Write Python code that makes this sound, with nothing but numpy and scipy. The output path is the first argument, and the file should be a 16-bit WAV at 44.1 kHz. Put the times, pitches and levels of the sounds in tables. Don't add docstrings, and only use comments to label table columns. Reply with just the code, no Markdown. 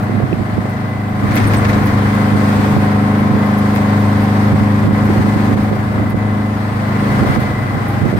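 import sys
import numpy as np
from scipy import signal
from scipy.fft import rfft, irfft, next_fast_len
from scipy.io import wavfile
from scipy.ndimage import uniform_filter1d, minimum_filter1d, map_coordinates

SR = 44100
rng = np.random.default_rng(int(sys.argv[2]) if len(sys.argv) > 2 else 0)


def boost(x):
    u = np.asarray(x, float) / 20
    return 10 ** u


def store_wav(level_fs):
    pcm = np.round(np.clip(np.atleast_2d(level_fs), -1, 1) * 32767)
    wavfile.write(sys.argv[1], SR, pcm.T.astype(np.int16))


N = 361175

# time_s, speed_rpm
CRANK_SPEED = [
    (0, 1553),
    (0.8, 1547),
    (2.0, 1534),
    (2.8, 1532),
    (4.4, 1542),
    (5.6, 1548),
    (6.1, 1555),
    (6.8, 1546),
    (7.6, 1524),
    (8.19, 1502),
]
# order, left_db, right_db, load_share (-0.2 to 2)
CRANK_ORDERS = [(3, -37, -38, 0.5), (4, -17, -19, 0.5), (5, -27, -24, 0.1), (6, -25, -27, 0.9),
                (7, -36, -36, -0.2), (8, -16, -16, 1.3), (9, -24, -23, 0.7), (10, -41, -44, 0.2),
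                (11, -23, -28, 1.1), (12, -36, -35, 0.9), (13, -43, -41, 1.5), (15, -34, -40, 0.8),
                (16, -43, -37, 0.9), (17, -34, -40, 2.0), (20, -39, -34, 0.8), (21, -40, -39, 1.0),
                (22, -39, -39, 1.0), (23, -43, -55, 0.6), (24, -37, -51, 0.0), (25, -46, -43, 0.1),
                (28, -40, -45, 0.0), (29, -38, -36, 0.5), (30, -40, -41, 1.2), (31, -41, -47, 0.5),
                (33, -40, -50, 0.5), (35, -42, -42, 0.8), (36, -45, -40, 1.0), (38, -41, -47, 1.1),
                (40, -40, -38, 0.8), (42, -36, -47, 1.2)]
# order, level_db
COASTING_GEARS = [
    (14, -37),
    (32, -36),
]
# time_s, load_db (against full throttle)
THROTTLE = [(0, -7), (.32, -14), (.64, -9), (1.0, -10), (1.28, -5), (1.44, -6), (1.7, -1.2), (2.1, -1.5),
            (2.5, -0.2), (5.45, -1.04), (5.6, -1), (5.76, -7.5), (6.4, -4), (6.7, -9), (7.04, -2),
            (7.36, -5), (7.55, -11.5), (8.19, -11.5)]
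# time_s, lift_db, length_s
CAB_SWAY = [
    (.5, -1.5, .5),
    (1.497, 5.5, 0.12),
    (1.998, 2.5, 0.066),
    (2.724, -1, 0.049),
    (3.5, -2.2, .4),
    (3.998, 3, 0.12),
    (4.55, 2, 0.41),
    (5.45, 1.5, .15),
    (6.245, 2, .2),
    (7.35, -6, 0.42),
]
# time_s, coarseness_db
ROAD_SURFACE = [(0, -3.5), (.8, -4), (1.12, -4.5), (1.37, 2.5), (1.9, 2.5), (2.64, 2.5), (3.03, 1),
                (4.72, 0.5), (5.5, 0.4), (5.77, -2), (6.5, -3.5), (6.75, -2), (7.21, 3.5), (7.37, 3.5),
                (7.53, -0.7), (8.19, 0.2)]
# time_s, rumble_lift_db, length_s
SEAM_BUMPS = [(.01, 5.5, .06), (.24, -1, 0.16), (1.4, 7, 0.21), (1.8, 6, 0.27), (2.7, 4.5, .1),
              (4.88, 6, 0.055), (5.15, 3.5, .15), (5.5, 4, 0.093), (5.75, 3.5, 0.4), (7.21, 5, 0.18),
              (7.55, 2.5, 0.18), (8.1, 3, 0.27)]
# time_s, lift_db, length_s
WHINE_SWELLS = [(.93, 9, 0.2), (1.64, 12, .06), (1.93, 7, .05), (2.2, 11, 0.35), (3.24, 5, 0.084),
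                (3.44, 15, 0.03), (4.0, 7.5, .4), (4.63, 10, 0.031), (4.95, 11, 0.069), (5.31, 14, 0.062),
                (6.2, 9.5, 0.26), (6.45, 6, 0.038), (7.05, 6.5, 0.3), (7.5, 13, 0.4), (8.19, 7, 0.15)]
# time_s, peak_db
TRIM_RATTLES = [(0.0258, -40), (0.6913, -39), (0.895, -43), (1.085, -42), (1.3504, -22), (1.4711, -36),
                (1.5354, -29), (1.5788, -41), (1.6821, -31), (1.8362, -31), (1.8557, -30), (2.0203, -40),
                (2.1355, -36), (2.5541, -40), (3.1852, -40), (3.457, -38), (3.5753, -31), (3.7479, -28),
                (3.9973, -34), (4.2228, -34), (5.0444, -36), (5.6291, -40), (6.0916, -35), (7.1172, -38),
                (7.3986, -35), (7.8785, -33)]
# time_s, peak_db
DASH_KNOCKS = [(1.3094, -28), (1.3464, -28), (1.3653, -18.5), (1.3994, -26), (1.4394, -26), (1.5094, -29),
               (1.5344, -21), (1.6444, -22), (1.6844, -23), (1.7294, -23), (1.8312, -32), (1.8694, -26),
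               (3.759, -26)]
# time_s, peak_db, pitch_hz, fade_by_60_db_s
METAL_CHINKS = [
    (.3295, -16, 2600, .01),
    (1.339, -31, 9700, .04),
    (1.378, -37, 8900, .2),
    (1.471, -25, 8950, .08),
    (1.569, -29, 8350, .1),
]
# time_s, level_db, length_s
DRAUGHT_FLAPS = [(0.141, -10, 0.045), (0.193, -12, 0.056), (0.235, -6.5, 0.041), (0.33, -7.5, 0.039),
                 (0.408, -11.5, 0.029), (0.585, -5, 0.021), (1.247, -10, 0.037), (2.346, -8, 0.046),
                 (2.596, -8.5, 0.018), (2.779, -6.5, 0.036), (3.309, -9.5, 0.03), (3.354, -9, 0.021),
                 (4.538, -8, 0.027), (4.62, -9, 0.02), (4.886, -6, 0.071), (5.103, -9, 0.015),
                 (5.197, -5.5, 0.014), (5.259, -11, 0.047), (5.36, -5.5, 0.018), (5.507, -10, 0.026),
                 (5.561, -8.5, 0.053), (5.721, -8.5, 0.019), (5.998, -13, 0.067), (6.149, -6, 0.02),
                 (7.224, -4, 0.019), (7.302, -4, 0.024), (7.379, -3.5, 0.033), (7.766, -13, 0.049),
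                 (8.049, -4, 0.045), (8.159, -2, 0.036)]
# time_s, level_db, pitch_hz
DRAUGHT_SNAPS = [(0.097, -6, 340), (0.224, -9, 560), (0.203, -4, 465), (0.233, -5, 418), (0.329, -4, 380),
                 (0.581, 1.5, 328), (0.656, -5.5, 547), (2.349, -10, 401), (2.766, -8, 669),
                 (2.773, -9, 426), (3.66, -7, 850), (4.879, -8, 450), (4.889, -1, 507), (4.91, -2, 424),
                 (5.161, -2.5, 361), (5.499, -6, 399), (5.513, -8, 368), (5.521, -7, 417),
                 (5.559, 0.5, 384), (5.715, -1, 361), (5.73, -5, 443), (6.0, -8, 432), (6.145, 2, 382),
                 (7.228, 0, 372), (7.25, 0, 401), (8.045, -7, 410), (8.059, -0.5, 398), (8.129, -3, 484),
                 (8.14, 1, 361), (8.159, 0, 463)]
# frequency_hz, level_db (per Hz)
RUMBLE_COLOUR = [(15, -40), (30, -11.5), (60, -7), (100, 1), (140, -3), (200, -7), (300, -4), (400, -15),
                 (600, -20), (1200, -51)]
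# frequency_hz, level_db (per Hz)
ROAR_COLOUR = [(180, -60), (300, -16), (350, -16), (427, -10), (480, -9), (522, -13.5), (751, -9),
               (929, -13.5), (1040, -7.5), (1130, -10), (2070, -15.5), (2650, -27.5), (5000, -39),
               (6500, -76), (11000, -120)]
# frequency_hz, level_db (per Hz)
HISS_COLOUR = [(1470, -38), (2500, -1.5), (2660, -7.5), (3600, -7), (4570, -8), (5990, -13), (7440, -15.5),
               (8680, -12), (10400, -19.5), (15100, -18), (15900, -26)]
# frequency_hz, level_db (per Hz)
TIZZ_COLOUR = [(5000, -30), (8000, -13), (11000, -1), (15500, -5), (17000, -20)]
# frequency_hz, level_db (per Hz)
CLACK_COLOUR = [(600, -3), (1200, -2), (2200, 3), (2900, -10), (4500, -13), (7000, -18.5), (12000, -45)]
# frequency_hz, likeness (-1 to 1)
EAR_LIKENESS = [(25, 0.45), (60, 0.97), (250, 0.71), (500, 0.63), (900, -0.097), (1500, -0.28),
                (3000, 0.11)]


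def unit(x):
    return x / np.sqrt(np.mean(x ** 2) + 1e-20)


def tilt(db):
    return np.array([[db], [-db]])


def along(points, hz):
    f, v = np.transpose(points)
    return np.interp(np.log(hz + 1), np.log(f + 1), v)


def curve(rows):
    times, values = np.transpose(rows)
    return np.interp(np.arange(N) / SR, times, values)


def humps(rows):
    t = np.arange(0, N + 64, 64) / SR
    lift_db = sum(db * np.exp(-((t - s) / length) ** 2) for s, db, length in rows)
    return np.interp(np.arange(N) / SR, t, lift_db)


def driven(db, per_load, per_road):
    return db + per_load * curve(THROTTLE) + per_road * curve(ROAD_SURFACE)


def wobble(rate):
    coarse = np.arange(0, N + 64, 64)
    knots = rng.standard_normal(600)
    drift = map_coordinates(knots, [coarse * rate / SR])
    return np.interp(np.arange(N), coarse, drift).astype(np.float32)


def filtered(x, response):
    m = next_fast_len(N + 8192)
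    return irfft(rfft(x, m) * response(np.fft.rfftfreq(m, 1 / SR)), m)[..., :N]


def rush(spectrum, patchy_db):
    z = signal.stft(rng.standard_normal((2, N)), nperseg=512)[2]
    patches = uniform_filter1d(rng.standard_normal(z.shape[1:]), size=5, axis=0)
    patches = uniform_filter1d(patches, size=10, axis=1)
    pair = signal.istft(z * boost(patchy_db * unit(patches)), nperseg=512)[1][:, :N]

    def mid_side_gain(hz):
        turn = np.arccos(np.clip(along(EAR_LIKENESS, hz), -1, 1)) / 2
        return boost(along(spectrum, hz)) * [np.cos(turn), np.sin(turn)]

    mid, side = filtered(pair, mid_side_gain)
    return unit(np.array([np.roll(mid + side, shift=-3), mid - side]))


def bursts(rows, length):
    envelope = np.zeros(N + SR)
    u = np.arange(SR // 8) / SR / length
    shape = (1 - np.exp(-u / 0.046)) * np.exp(-u ** 1.5)
    for s, db in rows:
        envelope[round(s * SR):][:len(u)] += boost(db) * shape
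    return envelope[:N]


def drone(crank):
    tracked_db = {
        8: driven(-15.5, 1.06, 0.01),
        4: driven(-17, 0.29, 0.34) + humps(CAB_SWAY),
        5: driven(-28, -0.26, 0.96),
        11: driven(-21.5, 1.05, 0.1),
    }
    load_db = uniform_filter1d(curve(THROTTLE), size=8000)
    out = np.zeros((2, N))
    for order, left_db, right_db, share in CRANK_ORDERS:
        k = round(order)
        waver_db = 1.2 * wobble(3.49)
        if k in tracked_db:
            level_db = tracked_db[k] + 0.44 * waver_db
        else:
            level_db = left_db + 0.088 * k + 1.16 * share * load_db + waver_db
        spread = 1.665 * k * k + 4.62 * (k % 4 > 0)
        angle = k * crank + spread + (0.16 + 0.0051 * k) * wobble(5.5)
        lead = float(-0.008 * k + 0.00028 * k * k * rng.standard_normal())
        size = np.sqrt(2) * boost(level_db)
        out[0] += size * np.sin(angle + lead)
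        out[1] += boost(right_db - left_db) * size * np.sin(angle)
    closed = np.clip((np.arange(N) / SR - 7.35) / 0.1, 0, 1)
    for order, db in COASTING_GEARS:
        level = boost(db + 3.2 * wobble(5.7) + 2)
        out += closed * level * np.sin(round(order) * crank + 0.41 * wobble(9.5))
    return out


def roar(lift_db):
    level_db = driven(-23.5, 0.035, 1) + 0.035 * lift_db + 0.35 * wobble(12)
    return boost(level_db + tilt(1.1)) * rush(ROAR_COLOUR, patchy_db=0.4)


def rushing_air(lift_db):
    level_db = driven(-44.5, 0.03, 1.27) + 0.063 * lift_db + 4.5 + 0.73 * wobble(2.9)
    return boost(level_db + tilt(0.9)) * rush(HISS_COLOUR, patchy_db=1.2)


def road_rumble(lift_db):
    level_db = driven(-31, -0.03, 0.43) + lift_db + 6.0 + 0.37 * wobble(2.7)
    return boost(level_db) * rush(RUMBLE_COLOUR, patchy_db=0.25)


def blower(centre_hz=2022):
    t = np.arange(N) / SR
    fray = np.interp(t, [6.8, 7.1, 7.7, 8], [0.16, 1.4, 2.1, 0.44])
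    angle = 2 * np.pi * centre_hz * t
    angle = angle + 1.05 * wobble(4.6) + 0.56 * wobble(20) + fray * wobble(60)
    level_db = -47 + humps(WHINE_SWELLS) + 3.0 + 0.57 * wobble(25)
    return boost(level_db + tilt(1.1)) * np.sin([angle, angle + 0.71])


def metal_chinks():
    ring = np.zeros((2, N + SR))
    t = np.arange(SR // 4) / SR
    for s, db, hz, t60 in METAL_CHINKS:
        detune = 0.011 * np.linspace(-1, 1, num=5)[:, None] + 0.0085 * rng.standard_normal((5, 1))
        phase = rng.uniform(0, 2 * np.pi, (2, 5, 1))
        tone = np.sin(2 * np.pi * hz * (1 + detune) * t + phase).sum(axis=1)
        fade = boost(db - 4.5 - 60 * t / t60) * (1 - np.exp(-t / 0.00077))
        start = round(s * SR)
        ring[:, start:start + len(t)] += fade * tone
    return ring[:, :N]


def trim():
    grit = boost(3.2 * uniform_filter1d(rng.standard_normal(N), size=60) * np.sqrt(60))
    tizz_noise = unit(grit * rush(TIZZ_COLOUR, patchy_db=1.0))
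    clack_noise = unit(grit * rush(CLACK_COLOUR, patchy_db=1))
    tizz = boost(-7.5) * bursts(TRIM_RATTLES, length=0.026) * tizz_noise
    clack = boost(1.5) * bursts(DASH_KNOCKS, length=0.026) * clack_noise
    return boost(tilt(0.8)) * (tizz + clack) + metal_chinks()


def draught():
    slap = np.zeros(N + SR)
    t = np.arange(SR // 4) / SR - 1 / 8
    f = np.fft.rfftfreq(len(t), 1 / SR) + 1
    eddy_colour = np.exp(-(np.log(f / 134) / 0.81) ** 2)
    for s, db, length in DRAUGHT_FLAPS:
        shape = np.exp(-(t / (0.56 * length)) ** 2) + 0.12 * np.exp(-np.abs(t) / 0.29)
        lump = shape * irfft(rfft(rng.standard_normal(len(t))) * eddy_colour, len(t))
        slap[round(s * SR):][:len(t)] += boost(db + 5.0) * lump / np.abs(lump).max()
    for s, db, hz in DRAUGHT_SNAPS:
        cycles = hz * t
        width = np.where(t < 0, 0.35, 0.59)
        shape = np.exp(-(cycles / width) ** 2)
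        snap = shape * np.sin(2 * np.pi * cycles / (1 + 0.23 * np.abs(cycles)))
        slap[round(s * SR):][:len(t)] += boost(db + 1.0) * snap
    slap = filtered(slap[SR // 8:][:N], lambda hz: hz ** 3 / (hz ** 3 + 50 ** 3))
    return boost(np.array([[-22], [0]])) * slap


def scene():
    turns = np.cumsum(curve(CRANK_SPEED) / 60 / SR)
    crank = 2 * np.pi * (turns % 1).astype(np.float32)
    lift_db = humps(SEAM_BUMPS)
    beat = 1 + 0.084 * np.cos(crank)
    engine = drone(crank) + beat * (roar(lift_db) + rushing_air(lift_db))
    return engine + road_rumble(lift_db) + blower() + trim() + draught()


def roll_off(x):
    return signal.sosfilt(signal.butter(12, 15840, fs=SR, output="sos"), x)


def record(dry):
    need = np.minimum(1, 0.85 / (np.abs(dry).max(axis=0) + 1e-9))
    gain = uniform_filter1d(minimum_filter1d(need, size=900), size=500)
    mix = filtered(dry * gain, lambda hz: hz < 15830)
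    return roll_off(mix)


dry = scene()
out = record(dry)
store_wav(out)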